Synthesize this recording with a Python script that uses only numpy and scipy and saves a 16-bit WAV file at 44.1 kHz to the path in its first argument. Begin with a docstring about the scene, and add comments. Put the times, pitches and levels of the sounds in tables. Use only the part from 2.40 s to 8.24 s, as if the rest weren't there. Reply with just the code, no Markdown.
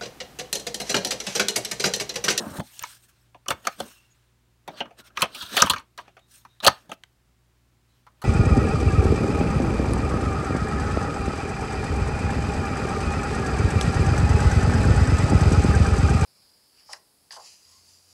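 """Fingers rub a plastic cassette over mains hum and microphone hiss, with low thumps; close to the microphone.
It is turned in the hand and slid into the door of a tape deck, which is pushed shut.
Each contact is a chattering noise burst that rings the hollow plastic; pings and thumps ring single or low modes.
Rubbing, finger squeaks and the slide down the guides are friction noise through resonances.
A small room answers the contacts with decaying noise tails."""
import sys
import numpy as np
from scipy import signal
from scipy.fft import rfft, irfft, next_fast_len
from scipy.io import wavfile
from scipy.ndimage import uniform_filter1d, map_coordinates

SR = 44100
rng = np.random.default_rng(int(sys.argv[2]) if len(sys.argv) > 2 else 0)


def master(y):
    """Save y as 16-bit WAV."""
    cut = np.clip(np.atleast_2d(y).T, -1, 1)
    pcm = np.round(cut * 32767)  # scale
    wavfile.write(sys.argv[1], SR, pcm.astype(np.int16))


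def level_to_linear(level):
    """Convert decibel levels to linear amplitude factors, elementwise."""
    exponent = np.asarray(level, float) / 20
    return 10 ** exponent


N = 257544

# hum partials: pitch_hz, relative level_db
HUM_PARTIALS = [(59.2, -69.5), (118.4, -68), (177.6, -87.5), (242.2, -84.5), (360.7, -83)]
# hiss and rumble spectrum: freq_hz, relative density_db
HISS_SPECTRUM = [(15, -33), (25, -19.5), (45, -8.5), (120, -6.5), (166, -10.5), (365, -16), (453, -20.5),
                 (822, -21), (892, -20.5), (5940, -29), (13400, -34), (16200, -35.5)]
# fingers and edges slide over the shell: crest_s, rise_ms, fall_ms, level_db, brightness_db
FINGER_STROKES = [(.01, 25, 42, -53, 6), (.1, 70, 95, -56, 6), (.17, 24, 29, -51, 7),
                  (0.206, 3.6, 4.9, -57, 10.5), (.27, 70, 120, -60.5, 4), (.39, 86, 170, -55, 1.5),
                  (0.42, 12, 8, -45.5, -12.5), (.455, 30, 6.9, -46, -18), (0.499, 65, 100, -57, 4.5),
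                  (.639, 30, 37, -70.5, 10), (0.689, 9.4, 40, -67, 4), (.8, 210, 150, -73, -2),
                  (1.1, 18, 35, -42.5, 1.5), (1.17, 63, 60, -66, -1), (1.25, 55, 210, -60.5, -2),
                  (1.33, 48, 99, -62, -1), (1.262, 20, 27, -49, -10), (1.398, 16, 54, -52.5, -0.5),
                  (1.49, 84, 104, -58, 4), (1.6, 110, 170, -69, -3.5), (1.8, 120, 200, -75.5, -3.5),
                  (2.33, 50, 34, -61.5, -8), (2.397, 38, 27, -42, -17.5), (2.6, 26, 18, -48, -4.5),
                  (2.675, 38, 20, -54, -3), (2.769, 14, 6, -46, -16), (2.8, 21, 56, -38, -10),
                  (2.86, 49, 83, -57, -12), (2.99, 73, 210, -51, 2), (3.025, 12, 18, -45, -6),
                  (3.13, 38, 65, -45.5, 0.5), (3.19, 48, 98, -34, -8.5), (3.27, 30, 110, -50, -0.5),
                  (3.6, 13, 29, -57, -6), (3.651, 60, 91, -64.5, -23.5), (3.95, 66, 88, -62.5, 8),
                  (4.13, 82, 150, -73.5, -4.5), (4.241, 14.8, 8.6, -32.5, -8), (4.31, 24, 117, -56.5, -5.5),
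                  (4.4, 150, 135, -71, -3), (4.53, 15, 19, -49, -5), (5.55, 153, 150, -77, -3),
                  (5.84, 120, 30, -73, -19)]
# the grip shifts and rumbles through the hand: crest_s, rise_ms, fall_ms, level_db
GRIP_SHIFTS = [(.06, 330, 67, -38), (.17, 70, 33, -38.5), (0.203, 6.5, 5.3, -24.5), (1.101, 22, 50, -37),
               (1.15, 27, 92, -53), (1.262, 22, 11, -55), (1.41, 35, 86, -45), (2.31, 44, 115, -49.5),
               (2.44, 62, 102, -51.5), (2.601, 25, 29, -54), (2.8, 24, 18, -41.5), (2.96, 320, 160, -56.5),
               (3.13, 19, 28, -48), (3.2, 68, 120, -45), (3.4, 37, 66, -58), (3.599, 13, 29, -57),
               (3.65, 70, 120, -67.5), (4.24, 12, 9, -33.5), (4.43, 90, 160, -62), (4.53, 15.5, 14, -52),
               (5.75, 120, 160, -73.5)]
# shell damped by the fingers: mode_hz, width_hz before widen, level_db
DAMPED_SHELL_MODES = [(295, 140, -4.5), (603, 83, 2), (1100, 700, -2.5), (1700, 400, -2), (2600, 380, 2.5),
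                      (3160, 3600, -1.5), (4330, 990, -0.5), (5300, 500, -7.5), (6700, 950, -6),
                      (8300, 830, -10.5), (9550, 450, -7), (12400, 600, -11)]
# cabinet, boom first: mode_hz, width_hz before widen, level_db
CABINET_MODES = [(83, 41, 0), (206.5, 140, -3), (287, 150, -4.5)]
# heavy contacts that shake the cabinet: start_s, relative level_db, boom_db relative to level_db
CABINET_THUMPS = [(0.011, -32, -20), (0.064, -24.5, -17), (0.106, -34, -6), (0.18, -27, -7),
                  (0.193, -20.5, -18), (0.413, -58, 9.5), (0.946, -54, -14.5), (1.08, -40, -10.5),
                  (1.105, -39, 5.5), (1.271, -34, -22), (1.402, -30.5, -15), (2.285, -39, -25),
                  (2.407, -33.5, -17.5), (2.77, -45, -8.5), (2.819, -26.5, -8.5), (2.842, -42, -4.5),
                  (3.025, -42, -4), (3.141, -37, -14), (3.169, -31.5, -23.5), (3.217, -22.5, -7),
                  (3.24, -20, -11), (3.299, -26, -8.5), (3.335, -35.5, -6.5), (3.381, -45, -4),
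                  (3.582, -63, -14.5), (4.05, -55.5, -10), (4.237, -32.5, -20), (4.266, -26.5, -6.5),
                  (4.279, -23, -4.5), (4.49, -41, -23), (4.518, -42, -22)]
# colour of the echo: freq_hz, level_db
WALL_COLOUR = [(150, 5), (1000, -0.5), (3000, -1), (12000, -4.5)]
# echo decay: freq_hz, t60_s
ROOM_DECAY = [(150, 0.14), (1000, 0.19), (4000, 0.18), (12000, 0.1)]
# contacts: start_s, shell_db (loudest 3 ms), weight_db, hardness_db, chatter_t60_s before limits and haste
SHELL_CONTACTS = [(.1829, -41, 7, -0.5, 0.022), (.1951, -39, 6, 2, 0.098), (.393, -48, -5, 14.5, 0.026),
                  (.4252, -41, -12, 7, 0.019), (0.4361, -25.5, -12.5, -11, 0.019),
                  (.4601, -43, -18, -22, 0.016), (.9448, -56, 11, -7.5, 0.064),
                  (1.0596, -42.5, -2.5, -9, .04), (1.0828, -21, -3.5, 1.5, 0.033),
                  (1.1046, -15.5, -3.5, -3, 0.062), (1.2502, -37, -1, 3, 0.044),
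                  (1.2698, -12.5, -6.5, -5.5, .055), (1.4017, -23.5, 1.5, -1, 0.043),
                  (2.2768, -34, 4.5, -2, 0.071), (2.4045, -26, 4.5, -8, 0.059),
                  (2.4548, -43, -18, -13, .034), (2.507, -52, 6, -4.5, 0.091),
                  (2.7022, -52, -9, -11, 0.042), (2.773, -19, -9.5, -5, 0.032),
                  (2.8081, -27, -25, -2, .036), (2.8191, -24, -18, 12.5, 0.06),
                  (2.823, -12, -8.5, -9, 0.066), (2.839, -27.5, 1.5, -8.5, .052),
                  (2.8553, -34, -2, -9, 0.04), (2.9471, -43.5, -29, 10, .11), (3.023, -38, -15, 4.5, 0.059),
                  (3.1413, -42, 9, -2.5, 0.028), (3.1582, -42, -9, 12.5, 0.042),
                  (3.1666, -17.5, 0, 5, 0.14), (3.1767, -13.5, -7, -4, 0.02), (3.1878, -28.5, 3, 5, 0.14),
                  (3.2001, -20.5, -30, 2, .1), (3.2214, -3, -9, -0.5, 0.028), (3.2328, -17, -2, -3, .04),
                  (3.2444, -26, -6, -13, 0.077), (3.2609, -34.5, -1.5, 9.5, 0.046),
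                  (3.2675, -20, -14, -11, 0.073), (3.2975, -16.5, -10, 4, 0.061),
                  (3.3053, -18, -7, 0, 0.079), (3.3345, -18.5, -11, -4, 0.043),
                  (3.3599, -27.5, -11.5, -7.5, .1), (3.3819, -46, -18, 13, 0.035),
                  (3.395, -41.5, -11.5, -3, 0.087), (3.5765, -36, -3.5, 1, 0.088),
                  (3.5866, -31.5, -8, -22, 0.048), (3.6785, -46, 1.5, -12.5, 0.056),
                  (3.767, -45, 0.5, -13, 0.092), (3.7918, -73, -1, 15, 0.055),
                  (4.0497, -42, -6.5, -9.5, 0.049), (4.2021, -43.5, -11, -1.5, .04),
                  (4.2269, -45.5, -5, -0.5, .06), (4.238, -31, -13, -2.5, 0.058),
                  (4.246, -28.5, 6, 12, 0.056), (4.2529, -15.5, -3.5, -4, 0.02),
                  (4.2653, -11.5, 2, 3, .083), (4.2733, -11, -6.5, 5.5, 0.04),
                  (4.2789, -6.5, -12, -2.5, 0.024), (4.4935, -44, 6, 0, 0.13),
                  (4.5161, -26.5, -2.5, -5.5, 0.038), (4.6365, -47, -6, 3.5, 0.011),
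                  (5.6657, -47.5, -5, -8, 0.078), (5.817, -38, -4.5, 0, 0.14)]
# hollow shell and door: mode_hz, width_hz before widen, level_db
PLASTIC_MODES = [(558, 42, -8), (649, 98, -1.5), (834, 310, 1.5), (975.3, 180, 4), (1237, 92, -0.5),
                 (1596, 130, -6), (1650, 400, -23.5), (2177, 56, -6), (2500, 490, -3.5), (2980, 340, 4),
                 (3564, 520, 4.5), (3685, 520, 2.5), (4380, 470, -4), (5020, 170, -13.5), (6130, 1400, 3.5),
                 (6610, 1100, 3.5), (6860, 260, -3), (9180, 700, -10), (9380, 1100, -14.5),
                 (11800, 4500, -18.5), (14100, 1800, -34.5)]
# edges of the knock, shell, click and crack bands: edge_hz
REGISTER_EDGES = (380, 900, 1900, 5200, 17000)
# a corner strikes and one mode pings: start_s, level_db (loudest 3 ms), mode_hz, width_hz, burst_t60_s
CORNER_PINGS = [(.3925, -31.5, 7100, 2500, .015), (0.4258, -30, 13300, 2500, .012),
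                (.436, -33.5, 6500, 900, .02), (1.0833, -26, 5900, 1210, .02),
                (1.061, -40.5, 1200, 150, 0.043), (1.104, -27, 2900, 700, .04),
                (1.2697, -25, 6300, 1110, .025), (1.4014, -36, 4250, 497, .04),
                (2.772, -27, 3000, 1506, .03), (3.2205, -6.5, 5800, 1302, .02),
                (3.2988, -19, 3900, 800, .04), (4.05, -43, 1118, 507, 0.038),
                (4.2024, -37, 3700, 905, .035), (4.265, -10.5, 4190, 1690, 0.029),
                (4.52, -52, 2500, 402, .04), (4.6365, -38.5, 2300, 1998, .012),
                (5.667, -48, 1160, 503, 0.065), (5.817, -42.5, 953, 495, 0.14)]
# a damp fingertip squeaks on one mode: crest_s, rise_ms, fall_ms, level_db, mode_hz
FINGERTIP_SQUEAKS = [(1.52, 98, 190, -62.5, 2750), (1.72, 25, 25, -65.5, 6700), (2.35, 50, 45, -68, 3600),
                     (2.36, 29, 45, -61, 4570), (2.35, 35, 25, -54, 620), (2.595, 20, 25, -57, 4000),
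                     (2.59, 18, 18, -63, 8600), (2.65, 61, 71, -63.5, 1390), (2.67, 22, 20, -66, 5370),
                     (3.15, 25, 15, -43, 3950), (3.2, 18, 13, -31, 3697), (3.83, 49, 72, -72, 3754),
                     (4.12, 70, 84, -71, 3758), (5.521, 50, 80, -76.5, 4000)]
# level of the shell squeaking down the guides: time_s, level_db
SLIDE_LEVEL = [(2.88, -74.5), (2.94, -48.5), (2.98, -47), (3.021, -35), (3.06, -47.5), (3.1, -49),
               (3.14, -40.5), (3.168, -39.5), (3.194, -25.5), (3.219, -30.5), (3.241, -60)]
# guides of the door: mode_hz, width_hz, level_db
GUIDE_MODES = [(1370, 260, -4), (1680, 200, -7), (2700, 260, -9), (3290, 170, -1), (3700, 170, 0),
               (4100, 200, -4), (4650, 240, -6), (6300, 300, -14)]
# microphone response: freq_hz, gain_db
MIC_RESPONSE = [(30, 1.5), (60, -0.5), (4800, 0.5), (6000, -0.5), (7800, 1), (11000, -0.5), (14000, -0.5),
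                (15800, 1.5), (16600, -22.5)]


def unit(x):
    """Scaled to rms 1."""
    return x / np.sqrt(np.mean(x ** 2) + 1e-20)


def along(points, hz):
    """Interpolates (freq_hz, value) points on a log frequency axis."""
    freq_hz, value = np.transpose(points)
    return np.interp(np.log(hz + 1), np.log(freq_hz + 1), value)


def filtered(x, response):
    """x times a complex response of frequency."""
    n = x.shape[-1]
    padded = next_fast_len(n + 8192)
    spectrum = rfft(x, padded) * response(np.fft.rfftfreq(padded, 1 / SR))
    return irfft(spectrum, padded)[..., :n]


def band(f, lo_hz, hi_hz):
    """Causal band-pass response."""
    sos = signal.butter(2, [lo_hz, hi_hz], "bandpass", fs=SR, output="sos")
    return signal.sosfreqz(sos, f, fs=SR)[1]


def modes(table, f, widen):
    """Response of each resonance, one row per mode, signs alternating."""
    mode_hz, width_hz, level_db = np.transpose(table)[:, :, None]
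    damping = 1j * f * width_hz * widen
    sign = (-1) ** np.arange(len(table))[:, None]
    return sign * level_to_linear(level_db) * damping / (mode_hz ** 2 - f * f + damping)


def wobble(knots_per_s):
    """A smooth random curve through random knots."""
    knots = rng.standard_normal(int(N * knots_per_s / SR) + 4)
    return map_coordinates(knots, [np.arange(N) * knots_per_s / SR])


def swell(crest_s, rise_ms, fall_ms):
    """A bell-shaped gain that rises to 1 and falls again."""
    ms = (np.arange(N) / SR - crest_s) * 1000
    return np.exp(-2 * (ms / np.where(ms < 0, rise_ms, fall_ms)) ** 2)


def patchy(depth_db):
    """Noise whose strength drifts in streaks about 500 Hz wide and 50 ms long."""
    z = signal.stft(rng.standard_normal(N), nperseg=256)[2]
    field = uniform_filter1d(rng.standard_normal(z.shape), size=3, axis=0)
    field = uniform_filter1d(field, size=16, axis=1)
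    return signal.istft(z * level_to_linear(depth_db * unit(field)), nperseg=256)[1][:N]


def add(out, start_s, part, level_db):
    """Lays a sound at start_s with the rms of its loudest 3 ms at level_db."""
    loudest = np.sqrt(uniform_filter1d(part ** 2, size=132).max())
    out[round(start_s * SR):][:len(part)] += level_to_linear(level_db) * part / loudest


def floor():
    """Mains hum, wavering in level and phase, over steady hiss and rumble."""
    t = np.arange(N) / SR
    hum = np.zeros(N)
    for pitch_hz, level_db in HUM_PARTIALS:
        gain = level_to_linear(level_db + 2 + 1.3 * wobble(5.6))
        hum += gain * np.sin(2 * np.pi * pitch_hz * t + 0.3 * wobble(15.0))
    hiss = filtered(rng.standard_normal(N), lambda f: level_to_linear(along(HISS_SPECTRUM, f)))
    return hum + level_to_linear(-68.5) * unit(hiss)


def rubbing():
    """Friction hiss, partly through the damped plastic, follows the strokes; the grip adds low rumble."""
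    gains = np.zeros((3, N))  # low body, middle, treble
    for crest_s, rise_ms, fall_ms, level_db, bright_db in FINGER_STROKES:
        shares_db = np.array([[-24], [0], [bright_db]])
        gains += level_to_linear(level_db + shares_db) * swell(crest_s, rise_ms, fall_ms)
    for crest_s, rise_ms, fall_ms, level_db in GRIP_SHIFTS:
        gains[0] += level_to_linear(level_db) * swell(crest_s, rise_ms, fall_ms)

    def colour(f):
        shell = 0.12 + np.abs(modes(DAMPED_SHELL_MODES, f, widen=0.87).sum(0))
        box = level_to_linear(4) * np.abs(modes(CABINET_MODES, f, widen=0.4)[1])
        return shell + box

    edges_hz = (120, 900, 5000, 17000)
    out = np.zeros(N)
    for gain, lo_hz, hi_hz in zip(gains, edges_hz, edges_hz[1:]):
        grain = patchy(depth_db=3) * level_to_linear(1.5 * wobble(120))
        out += gain * unit(filtered(grain, lambda f: colour(f) * band(f, lo_hz, hi_hz)))
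    return out


def thumps():
    """A soft push of a few milliseconds rings the low modes of the cabinet."""
    t = np.arange(16384) / SR
    f = np.fft.rfftfreq(len(t), 1 / SR)
    box = modes(CABINET_MODES, f, widen=0.71) / (1 + 1j * f / 450) ** 2
    out = np.zeros(N + len(t))
    for start_s, level_db, boom_db in CABINET_THUMPS:
        push = rng.standard_normal(len(t)) * np.exp(-t / 0.012)
        rings = irfft(rfft(push) * box)
        add(out, start_s, rings[0], level_db + boom_db - 1.0)
        add(out, start_s, rings[1:].sum(0), level_db - 4.5)
    return out[:N]


def room(x):
    """Each frequency dies at its own speed; every third of a second meets a new tail."""
    out = np.zeros(N + SR)
    step, delay = SR // 3, 200  # samples
    for a in range(0, N, step):
        hz, t, z = signal.stft(rng.standard_normal(SR // 2), SR, nperseg=256)
        t60_s = np.maximum(along(ROOM_DECAY, hz), 0.02)[:, None]
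        fall_db = along(WALL_COLOUR, hz)[:, None] - 60 * t / t60_s
        tail = signal.istft(z * level_to_linear(fall_db), SR, nperseg=256)[1]
        wet = signal.fftconvolve(x[a:a + step], tail / np.linalg.norm(tail))
        out[a + delay:][:len(wet)] += wet
    return out[:N]


def contacts():
    """Strike and chatter ring the modes at new strengths; weight feeds the knock, hardness the click and crack."""
    t = np.arange(8192) / SR
    f = np.fft.rfftfreq(len(t), 1 / SR)
    body = modes(PLASTIC_MODES, f, widen=0.97)
    bands = np.array([band(f, lo, hi) for lo, hi in zip(REGISTER_EDGES, REGISTER_EDGES[1:])])
    haste = np.array([[1.0], [1.0], [1.3], [1.7]])  # the treble of the chatter dies sooner
    modes_hz = np.transpose(PLASTIC_MODES)[0]
    even = 0.16 / (1 + 1j * f / 7000)  # modes too dense to list
    strike = 0.33 * np.exp(-t / 0.0014)
    out = np.zeros(N + len(t))
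    for start_s, shell_db, weight_db, hard_db, t60_s in SHELL_CONTACTS:
        decay = level_to_linear(-60 * haste * t / np.clip(t60_s, 0.004, 0.12))
        chatter = decay * (1 - np.exp(-t / 0.00054))
        impacts = rng.standard_normal(len(t)) * (chatter + strike)
        # the struck spot favours modes near one pitch, higher for harder contacts
        spot_hz = 3430 * 2 ** (0.07 * hard_db + 0.28 * rng.standard_normal())
        favour_db = 7 * np.exp(-(np.log(modes_hz / spot_hz) / 0.11) ** 2)
        scatter_db = rng.normal(0, 2, len(body))
        ring = level_to_linear(favour_db + scatter_db) @ body + even
        parts = irfft(rfft(impacts) * ring * bands)
        crack_db = -3.5 + 1.1 * hard_db
        for part, share_db in zip(parts, (weight_db, 0, hard_db, crack_db)):
            add(out, start_s, part, shell_db + share_db)
    return out[:N]


def pings():
    """A short noise burst rings one resonance, applied twice."""
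    t = np.arange(4096) / SR
    out = np.zeros(N + len(t))
    for start_s, level_db, mode_hz, width_hz, t60_s in CORNER_PINGS:
        burst = rng.standard_normal(len(t)) * level_to_linear(-60 * t / t60_s)
        ping = filtered(burst, lambda f: modes([(mode_hz, width_hz, 0)], f, widen=1)[0] ** 2)
        add(out, start_s, ping, level_db)
    return out[:N]


def squeaks():
    """Friction noise sings in one narrow resonance for a moment."""
    out = np.zeros(N)
    for crest_s, rise_ms, fall_ms, level_db, mode_hz in FINGERTIP_SQUEAKS:
        mode = [(mode_hz, mode_hz / 14, 0)]
        sing = filtered(rng.standard_normal(N), lambda f: modes(mode, f, widen=0.97)[0] ** 2)
        out += level_to_linear(level_db) * swell(crest_s, rise_ms, fall_ms) * unit(sing)
    return out


def slide():
    """Uneven slips sing in the narrow resonances of the guides."""
    time_s, level_db = np.transpose(SLIDE_LEVEL)
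    slips = patchy(depth_db=3.5) * level_to_linear(1.4 * wobble(150))
    squeak = unit(filtered(slips, lambda f: modes(GUIDE_MODES, f, widen=1).sum(0)))
    return level_to_linear(np.interp(np.arange(N) / SR, time_s, level_db, left=-120, right=-120)) * squeak


def scene():
    """Contacts, thumps and pings with their echo; friction and floor stay dry."""
    hits = thumps() + contacts() + pings()
    friction = rubbing() + squeaks() + slide()
    return (hits + level_to_linear(-21.5) * room(hits) + friction + floor())[None]


def roll_off(x):
    """The treble ends steeply here."""
    return signal.sosfilt(signal.butter(12, 16320, fs=SR, output="sos"), x)


def record(dry):
    """Microphone: nearly flat, steep loss above 15.8 kHz; clips at full scale."""
    heard = filtered(dry, lambda f: level_to_linear(along(MIC_RESPONSE, f)))
    return roll_off(np.clip(heard, -1, 1))


dry = scene()
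out = record(dry)
master(out)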